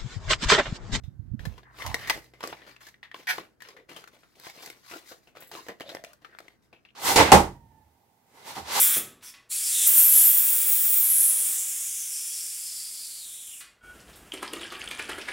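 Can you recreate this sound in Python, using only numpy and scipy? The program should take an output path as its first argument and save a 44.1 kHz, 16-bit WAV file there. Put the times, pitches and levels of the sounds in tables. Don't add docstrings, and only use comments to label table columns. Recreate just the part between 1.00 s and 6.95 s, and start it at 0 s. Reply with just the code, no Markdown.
import sys
import numpy as np
from scipy import signal
from scipy.fft import rfft, irfft
from scipy.io import wavfile
from scipy.ndimage import uniform_filter1d

SR = 44100
rng = np.random.default_rng(int(sys.argv[2]) if len(sys.argv) > 2 else 0)


def unload_audio(sound):
    columns = np.transpose(np.atleast_2d(sound))
    steps = np.round(np.clip(columns, -1, 1) * 32767)
    wavfile.write(sys.argv[1], SR, steps.astype(np.int16))


N = 262395

# f/Hz, level/dB
HOLLOW_BODY = [(60, -19), (130, -5.5), (220, -3), (400, 3), (650, -0.5), (800, -6), (1150, -13.5),
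               (2500, -59)]
CARD_FACE = [(300, -39.5), (650, -8.5), (850, -0.5), (1150, 1.5), (1300, 0.5), (1500, 3), (2000, 5),
             (2600, 1.5), (3500, 0.5), (4400, -8), (5600, -20.5), (9000, -52)]
FIBRE_HISS = [(2000, -61), (3800, -4.5), (4700, -2.5), (6200, -3), (7500, -5.5), (9700, -10), (12000, -6),
              (13500, -9.5), (16000, -11.5)]


def amp(db):
    return 10 ** (np.asarray(db) / 20)


def unit_rms(x):
    return x / np.sqrt(np.mean(x ** 2) + 1e-20)


def unit_energy(x):
    return x / np.sqrt(np.sum(x ** 2) + 1e-20)


def curve_at(points, hz):
    f, value = np.transpose(points)
    return np.interp(np.log(hz + 1), np.log(f + 1), value)


def automation(points):
    return np.interp(np.arange(N) / SR, *np.transpose(points))


def add(mix, start, sound):
    part = mix[..., max(round(start * SR), 0):][..., :sound.shape[-1]]
    part += sound[..., :part.shape[-1]]


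def colour(x, points, size=2048):
    log_gain = np.log(amp(curve_at(points, abs(np.fft.fftfreq(size, 1 / SR)))))
    impulse = np.fft.ifft(np.exp(np.conj(signal.hilbert(log_gain)))).real
    return signal.oaconvolve(x, impulse)[:len(x)]


def resonate(x, hz, width):
    radius = np.exp(-np.pi * width / SR)
    return 2 * signal.lfilter([1 - radius], [1, -radius * np.exp(2j * np.pi * hz / SR)], x).real


def grains(count, per_s, spread_db):
    size = amp(spread_db * np.minimum(rng.exponential(1, count), 4))
    return unit_rms(size * rng.choice([-1., 1.], count) * (rng.random(count) < per_s / SR))


def room_tone(air_db=-70):
    air_eq = [(15, -44), (25, -6), (242, -1.5), (624, -13.5), (1160, -16.5), (1520, -13), (2050, -22.5),
              (2350, -30), (3080, -31.5), (4030, -48), (6740, -40.5), (14800, -38.5), (16000, -33)]
    hum_partials = [(124.6, 1), (58, -1.5)]
    hum_fade = [(0, -58.5), (.7, -62.5), (1.3, -64.5), (2.2, -77), (3.5, -81), (5.9, -77.5)]
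    t = np.arange(N) / SR
    centre = rng.standard_normal(N)
    air = np.array([unit_rms(colour(0.3 * centre + own, air_eq)) for own in rng.standard_normal((2, N))])
    hum = sum(amp(db) * np.sin(2 * np.pi * (hz * t + rng.random())) for hz, db in hum_partials)
    return amp(air_db) * air + hum * amp(automation(hum_fade))


def buffeting(rise_s=0.0059):
    gusts = [(0.043, -32, 68), (0.082, -30, 115), (0.196, -26.5, 96), (0.318, -23, 77), (0.338, -22.5, 129),
             (0.345, -27, 220), (0.405, -29.5, 65), (0.471, -24.5, 151), (0.484, -26, 79.6),
             (0.878, -48, 93), (0.901, -30.5, 103), (1.16, -42.5, 99)]
    draught = [(0, -48.5), (.3, -40), (.5, -37.5), (.6, -56), (.77, -63), (.88, -33), (1.0, -47.5),
               (1.18, -52), (1.299, -80.5), (2.0, -83.5)]
    rumble_eq = [(20, -14.5), (50, 9), (130, 3.0), (200, -6.0), (330, -15.5), (800, -67.5)]
    out = unit_rms(colour(rng.standard_normal(N), rumble_eq)) * amp(automation(draught))
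    t = np.arange(SR // 16) / SR
    swell = (t / rise_s) ** 2 * np.exp(2 - 2 * t / rise_s)
    for when, db, swing_hz in gusts:
        add(out, when - .004, amp(db + 3.5) * swell * np.sin(2 * np.pi * swing_hz * t))
    return out * amp([[-34], [0]])


def bangles(decay_s=0.028):
    # f/Hz, level/dB
    modes = [(7870, -5.5), (11300, -7), (12100, 1), (12800, -5), (14480, -2), (15700, -2)]
    t = np.arange(SR // 4) / SR
    out = np.zeros(N)
    for start, db in [(4.405, -63), (4.471, -68)]:
        chatter = grains(len(t), per_s=2100, spread_db=3.5) * np.exp(-t / decay_s)
        ring = sum(amp(mode_db) * resonate(chatter, hz, width=300) for hz, mode_db in modes)
        add(out, start, amp(db) * unit_rms(ring))
    return out


def catching(count, clump_db):
    slow = uniform_filter1d(uniform_filter1d(rng.standard_normal(count), size=260), size=160)
    return unit_rms(amp(clump_db * np.clip(unit_rms(slow), -2, 2)))


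def rubs_and_squeak():
    # start t/s, end t/s, level/dB, f/Hz, width per stage/Hz
    drags = [(0.62, 0.82, -64.5, 1700, 700), (0.641, 0.80, -64, 990, 700), (0.774, 0.882, -48.5, 1040, 600),
             (0.799, 0.842, -45.5, 2020, 400), (0.83, 0.994, -43.5, 850, 480),
             (0.983, 1.17, -46, 1890, 450), (2.268, 2.286, -35, 1910, 350), (2.654, 2.862, -60.5, 442, 200),
             (3.437, 3.523, -57, 720, 278), (3.61, 3.718, -57.5, 750, 400), (3.93, 3.997, -54, 300, 200),
             (3.902, 3.983, -56, 1425, 250), (4.565, 4.606, -48, 990, 161), (4.802, 5.017, -51, 588, 220),
             (4.95, 5.168, -58.5, 634, 150), (4.839, 4.935, -55, 3580, 1400), (5.244, 5.4, -63, 1650, 1070),
             (5.729, 5.807, -70.5, 2590, 1100), (5.849, 5.923, -67, 2660, 1400)]
    out = np.zeros(N)
    for start, end, db, hz, width in drags:
        count = max(round((end - start) * SR), 200)
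        drag = grains(count, per_s=5000, spread_db=0.5) * catching(count, clump_db=4.5)
        for _ in range(3):
            drag = resonate(drag, hz, width)
        add(out, start, amp(db) * unit_rms(drag) * signal.windows.tukey(count, .5))
    return out


def stroke_envelope(start, rise, glide, swell_db=17.5, sag_db_per_s=22, stop_db_per_s=212):
    t = np.arange(N) / SR - start
    swell = swell_db * np.minimum(t / rise - 1, 0)
    sag = sag_db_per_s * np.maximum(t - rise, 0)
    stop = stop_db_per_s * np.maximum(t - rise - glide, 0)
    return amp(np.maximum(swell - sag - stop, -200))


def friction():
    # t/s, rise/s, glide/s, face level/dB, body re face/dB, hiss re face/dB
    strokes = [(0.389, 0.0033, 0.17, -61, 2.5, -7.5), (0.749, 0.046, 0.12, -47, -6, -6),
               (0.96, .035, 0.15, -43.5, -9.5, -10), (1.099, 0.011, .07, -54, 5, -1.5),
               (1.22, 0.019, 0.0083, -64.5, -4, 0.5), (1.398, 0.043, 0.067, -49, 1, -6.5),
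               (1.55, .02, 0.1, -58, -3.5, -11.5), (1.65, 0.023, 0.041, -54.5, -8, -9.5),
               (1.80, 0.011, 0.05, -55.5, -15, -4.5), (2.14, 0.0075, 0.063, -52.5, -4, -8.5),
               (2.28, 0.014, 0.072, -44.5, -11.5, -6), (2.385, 0.007, 0.015, -57, 5, -13),
               (2.62, 0.014, 0.069, -56, -10.5, -9.5), (2.885, 0.0076, 0.033, -55.5, -1.5, -4.5),
               (2.94, 0.026, 0.037, -55.5, 0, -6.5), (3.109, 0.028, 0.0093, -60, -1, -7),
               (3.17, .02, 0.25, -71, -10, -2.5), (3.35, 0.0054, .05, -64, 0.5, -4.5),
               (3.39, 0.068, 0.024, -50.5, -13, -2.5), (3.531, 0.018, 0.15, -55.5, -6.5, -4),
               (3.599, 0.03, 0.04, -50.5, -7.5, -1.5), (3.73, .02, 0.046, -73, 4.5, 1),
               (3.81, 0.097, 0.073, -53, -30, -0.5), (3.908, 0.013, 0.024, -58.5, 8, -4),
               (4.032, 0.063, 0.01, -55, -15, 2), (4.109, 0.006, 0.01, -60, 8.5, -9),
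               (4.21, 0.025, 0.047, -74.5, -1, 1.5), (4.35, 0.011, 0.086, -57.5, -1, -10),
               (4.511, 0.022, 0.045, -49, -0.5, -3.5), (4.60, 0.015, 0.078, -62, -8, 0),
               (4.82, 0.088, 0.05, -53, 1, -6.5), (5.039, 0.004, 0.062, -60, -14, -8),
               (5.209, 0.008, 0.17, -70.5, 2, -5.5), (5.40, 0.018, .10, -67.5, 1.5, -6),
               (5.619, 0.0063, .01, -75, -11, 0.5)]
    fidget_db = (-79.5, -89, -87)
    power = amp(fidget_db)[:, None] ** 2 * np.ones(N)
    for start, rise, glide, db, body_db, hiss_db in strokes:
        voice_gains = amp([db + body_db, db, db + hiss_db])
        power += np.outer(voice_gains, stroke_envelope(start, rise, glide)) ** 2
    return np.sqrt(power)


def shifting_grip(x, depth_db):
    spectra = signal.stft(x, nperseg=512)[2]
    patches = uniform_filter1d(rng.standard_normal(spectra.shape), size=4, axis=0)
    patches = unit_rms(uniform_filter1d(patches, size=8, axis=1))
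    return unit_rms(signal.istft(spectra * amp(depth_db * patches), nperseg=512)[1][:len(x)])


def sliding(gains):
    fine = grains(N, per_s=6000, spread_db=3.0)
    coarse = grains(N, per_s=130, spread_db=3.0)
    drive = fine + 0.23 * coarse + 0.5 * rng.standard_normal(N)
    clumped = drive * catching(N, clump_db=2.0)
    body = amp(-0.6) * shifting_grip(colour(clumped, HOLLOW_BODY), depth_db=3.0)
    face = amp(-1.15) * shifting_grip(colour(clumped, CARD_FACE), depth_db=3.0)
    smoother = drive * catching(N, clump_db=1.0)
    hiss = amp(-0.68) * shifting_grip(colour(smoother, FIBRE_HISS), depth_db=1.9)
    return np.sum(gains * [body, face, hiss], axis=0)


def tap(energy_db, thud_db, snap_db, ring_hz, crumple_s, count=4096):
    panel_modes = [(1, 9.5), (1.09, -15), (.9, -13.5), (1.85, -5.5)]
    cavity_modes = [(329.3, 30, -5), (470.4, 30, 0), (600, 32, -3.5), (720, 79, -0.5)]
    t = np.arange(count) / SR
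    creasing = unit_energy(grains(count, per_s=11000, spread_db=1.33) * np.exp(-t / crumple_s))
    contact = unit_energy(rng.standard_normal(count) * t * np.exp(-t / 0.00073))
    blow = creasing + 0.38 * contact
    push = creasing + 0.76 * (t == 0)
    face, body = colour(push, CARD_FACE), colour(push, HOLLOW_BODY)
    ring = sum(amp(db) * resonate(face, ring_hz * multiple, width=120) for multiple, db in panel_modes)
    panel = unit_energy(unit_energy(colour(blow, CARD_FACE)) + 1.08 * unit_energy(ring))
    hollow = sum(amp(db) * resonate(body, hz, width) for hz, width, db in cavity_modes)
    thud = amp(thud_db) * unit_energy(unit_energy(body) + 0.54 * unit_energy(hollow))
    snap = amp(snap_db) * unit_energy(colour(blow, FIBRE_HISS))
    return amp(energy_db) * (panel + thud + snap)


def creases(gains, per_s=14, re_stroke_db=23, scatter_db=1, low_hz=900, high_hz=2600):
    out = np.zeros(N)
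    for when, size, pitch in rng.random((round(per_s * N / SR), 3)):
        body_db, face_db, hiss_db = 20 * np.log10(gains[:, int(when * N)])
        energy_db = face_db + re_stroke_db + scatter_db * (2 * size - 1)
        ring_hz = low_hz * (high_hz / low_hz) ** pitch
        tick = tap(energy_db, body_db - face_db, hiss_db - face_db, ring_hz, crumple_s=0.0059)
        add(out, when * N / SR, tick)
    return out


def lid_squawk(jitter=0.013, rasp=1.05):
    pull = [(2.269, -67, 144), (2.271, -29, 145), (2.283, -34, 146), (2.289, -24, 146), (2.311, -21.5, 146),
            (2.325, -32.5, 147), (2.336, -34, 147), (2.343, -43, 145)]
    modes = [(730, 50, -6), (940, 200, -13), (1485, 80, 0), (1660, 170, -1), (1890, 110, 0),
             (2150, 190, -6.5), (2315, 88, 2.5), (3240, 720, -10.5), (4730, 770, -17), (5800, 257, -5.5),
             (12130, 3300, -16)]
    times, pull_db, slip_hz = np.transpose(pull)
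    t = np.arange(times[0], times[-1], 1 / SR)
    waver = unit_rms(uniform_filter1d(rng.standard_normal(len(t)), size=200))
    cycles = np.cumsum(np.interp(t, times, slip_hz) * (1 + jitter * waver)) / SR
    slips = sum(np.cos(2 * np.pi * (k * cycles + rng.random())) for k in range(3, 36))
    drive = unit_rms(slips) + rasp * rng.standard_normal(len(t))
    ring = sum((-1) ** k * amp(db) * resonate(drive, hz, width) for k, (hz, width, db) in enumerate(modes))
    ring = signal.sosfilt(signal.butter(2, 330, "highpass", fs=SR, output="sos"), ring)
    out = np.zeros(N)
    add(out, times[0], amp(np.interp(t, times, pull_db) - 4.0) * unit_rms(ring))
    return out


def nails_and_flaps():
    # t/s, panel energy/dB, thud re panel/dB, snap re panel/dB, ring f/Hz, crumple decay/s
    hits = [(0.0365, -33.5, -5, -6, 3670, 0.024), (0.3938, -23, -9, -17, 1780, 0.013),
            (0.4531, -15, -3.5, -6.5, 1700, 0.0093), (0.5792, -24.5, -3, -12, 1100, 0.012),
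            (0.6315, -32.5, -1.5, -18, 1660, 0.0085), (0.821, -11.5, -15, -13, 1980, 0.0062),
            (0.8633, -12, -5, -2, 1060, 0.0052), (0.876, -28, -4, 7, 1116, .003),
            (0.9431, 0, -8.5, -8.5, 1920, 0.0051), (1.0738, -11, -12, -6, 1940, .021),
            (1.0978, 4, -17, -8, 1976, .0035), (1.1046, -2, -10, -7.5, 916, 0.0056),
            (1.1451, -19, -18, -4, 2000, 0.0063), (1.176, -24.5, 6, -10, 880, 0.004),
            (1.3362, -29, 0, -11, 2070, 0.021), (1.4064, -18, -10, -12.5, 940, 0.0049),
            (1.4294, -13, -9.5, -8, 1170, 0.025), (1.4379, -11, 1, -10.5, 1160, 0.0033),
            (1.474, -24, 5.5, 6.5, 1450, 0.0019), (1.527, -14, -2.5, -36, 940, 0.01),
            (1.619, -27.5, -6, -29, 1960, 0.0049), (1.7636, -26.5, -30, -17, 2580, 0.0035),
            (1.867, -23, -12, -3.5, 1720, 0.015), (1.886, -28, -12, -3.5, 1890, .005),
            (1.942, -29.5, -26, -26, 1920, 0.0053), (2.0291, -16, -26, -23, 1860, 0.023),
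            (2.1144, -19.5, -29, -24, 1800, 0.0053), (2.1439, -13.5, -10, -23, 1060, 0.0017),
            (2.3813, -12, 0.5, -16, 1070, 0.0034), (2.6043, -24.5, -26, -13.5, 1906, 0.013),
            (2.6206, -19.5, -16, -7.5, 1730, 0.0039), (2.6865, -26, -2, -2.5, 1070, 0.0066),
            (2.766, -24, -5.5, -16, 1915, 0.027), (2.7988, -35, 3, -19, 2030, .004),
            (2.893, -24.5, -5, -8, 2810, 0.024), (2.9629, -17.5, -7, -7.5, 3100, 0.018),
            (3.04, -25.5, -10, -9, 1340, 0.0042), (3.075, -25.5, -15, -7, 1350, 0.0085),
            (3.2329, -33.5, -5, -17, 1380, 0.016), (3.3985, -35, -3, 7, 1570, 0.0022),
            (3.468, -19.5, -2.5, -13, 805, 0.0036), (3.498, -21, -15, -6, 2160, 0.0052),
            (3.6602, -25.5, -10, 5, 2100, 0.0039), (3.7005, -20.5, -5, -3, 2100, 0.0022),
            (3.9123, -20, -4, -9, 2310, 0.0086), (3.9366, -20.5, 1, -19, 1430, .005),
            (3.962, -28, 7.5, -12, 900, .008), (4.118, -26, 2, -6, 1450, 0.0058),
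            (4.2729, -31.5, -1.5, -12, 2660, 0.027), (4.3519, -31, 2.5, -12, 1290, 0.019),
            (4.3696, -24.5, 0, -12, 1320, 0.0074), (4.4233, -25, -3.5, -10, 2110, 0.0087),
            (4.5145, -19, -6.5, -4, 860, 0.013), (4.5511, -19, -1, -14, 1220, .001),
            (4.666, -28, 3.5, -10, 940, 0.0098), (4.6845, -17, -0.5, -9, 1780, 0.0037),
            (4.691, -16.5, 5.5, -14.5, 1970, 0.019), (4.7993, -23.5, -7, -8, 1890, 0.0014),
            (4.8069, -17, 4.5, -9, 1900, 0.0038), (4.8162, -18.5, -3, -11.5, 3020, 0.012),
            (4.8917, -16, -6, -11, 3970, 0.012), (4.949, -17.5, 5.5, -4, 2070, 0.0013),
            (4.9688, -20, -4, -25, 1800, .001), (5.0387, -23, 4, -3, 2020, 0.0017),
            (5.0466, -21.5, -20, -4.5, 2400, 0.0027), (5.1323, -34, -8, 2, 1420, .0034),
            (5.2466, -19.5, -17, -19.5, 1260, 0.0084), (5.3493, -28.5, -9.5, -27, 1410, 0.0011),
            (5.3868, -20.5, -16, -8.5, 2120, 0.0037), (5.403, -28.5, 4.5, -8, 1340, .003),
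            (5.4817, -25, -14, -16.5, 2150, 0.0032), (5.728, -27.5, 0, -18, 2620, 0.024),
            (5.8504, -28, -17, -23, 2730, 0.009)]
    out = np.zeros(N)
    for start, *hit in hits:
        add(out, start, tap(*hit))
    return out


def mic_ports(x, poses=7, poses_per_s=6, decay_s=.003, size=1024):
    side_eq = [(100, -19.5), (380, -23), (700, -10.5), (1300, 1.5), (2400, -5.5), (4400, 0.5), (15000, 0.5)]
    pose = np.arange(N) / SR * poses_per_s
    side = np.zeros(N)
    for k in range(poses):
        crossfade = np.maximum(1 - abs((pose - k) % poses - poses / 2), 0)
        reflections = rfft(rng.standard_normal(size) * np.exp(-np.arange(size) / SR / decay_s))
        reflections /= np.sqrt(uniform_filter1d(abs(reflections) ** 2, size=9))
        side += signal.oaconvolve(x.mean(0) * np.sqrt(crossfade), irfft(reflections))[:N]
    side = colour(side, side_eq)
    return x + np.array([side, -side])


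def room_reverb(x, wet_db=-8, predelay_s=.004):
    decay_times = [(250, 0.73), (660, 0.25), (1740, 0.27), (4590, 0.19), (14000, 0.22)]
    count = SR // 2
    echoes = rng.standard_normal((3, count)) * (rng.random((3, count)) < 3500 / SR)
    echoes = echoes[:2] + 0.71 * echoes[2]
    echoes *= np.arange(count) > predelay_s * SR
    hz, t, spectra = signal.stft(echoes, SR, nperseg=256)
    tone_db = curve_at([(200, -7.5), (2000, -0.5), (6000, 2), (14000, 1.5)], hz)[:, None]
    decay_db = 60 * t / curve_at(decay_times, hz)[:, None]
    tail = signal.istft(spectra * amp(tone_db - decay_db), SR, nperseg=256)[1]
    tail /= np.linalg.norm(tail[0])
    return amp(wet_db) * signal.fftconvolve(x.mean(0)[None], tail, axes=1)[:, :N]


def scene():
    hand_pan = [(0, 3), (1.5, 1), (2.4, 2.5), (3.2, 4), (4.301, 3.5), (4.9, 0), (5.4, 4)]
    gains = friction()
    box = sliding(gains) + rubs_and_squeak() + bangles()
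    box += lid_squawk() + nails_and_flaps() + creases(gains)
    pan_db = automation(hand_pan)
    box = box * amp([pan_db / 2, -pan_db / 2])
    return mic_ports(box) + room_reverb(box) + buffeting() + room_tone()


def record(dry, cutoff_hz=16100):
    lowpass = signal.firwin(511, cutoff_hz, window=("kaiser", 9), fs=SR)
    return signal.oaconvolve(dry, lowpass[None], "same")


dry = scene()
out = record(dry)
unload_audio(out)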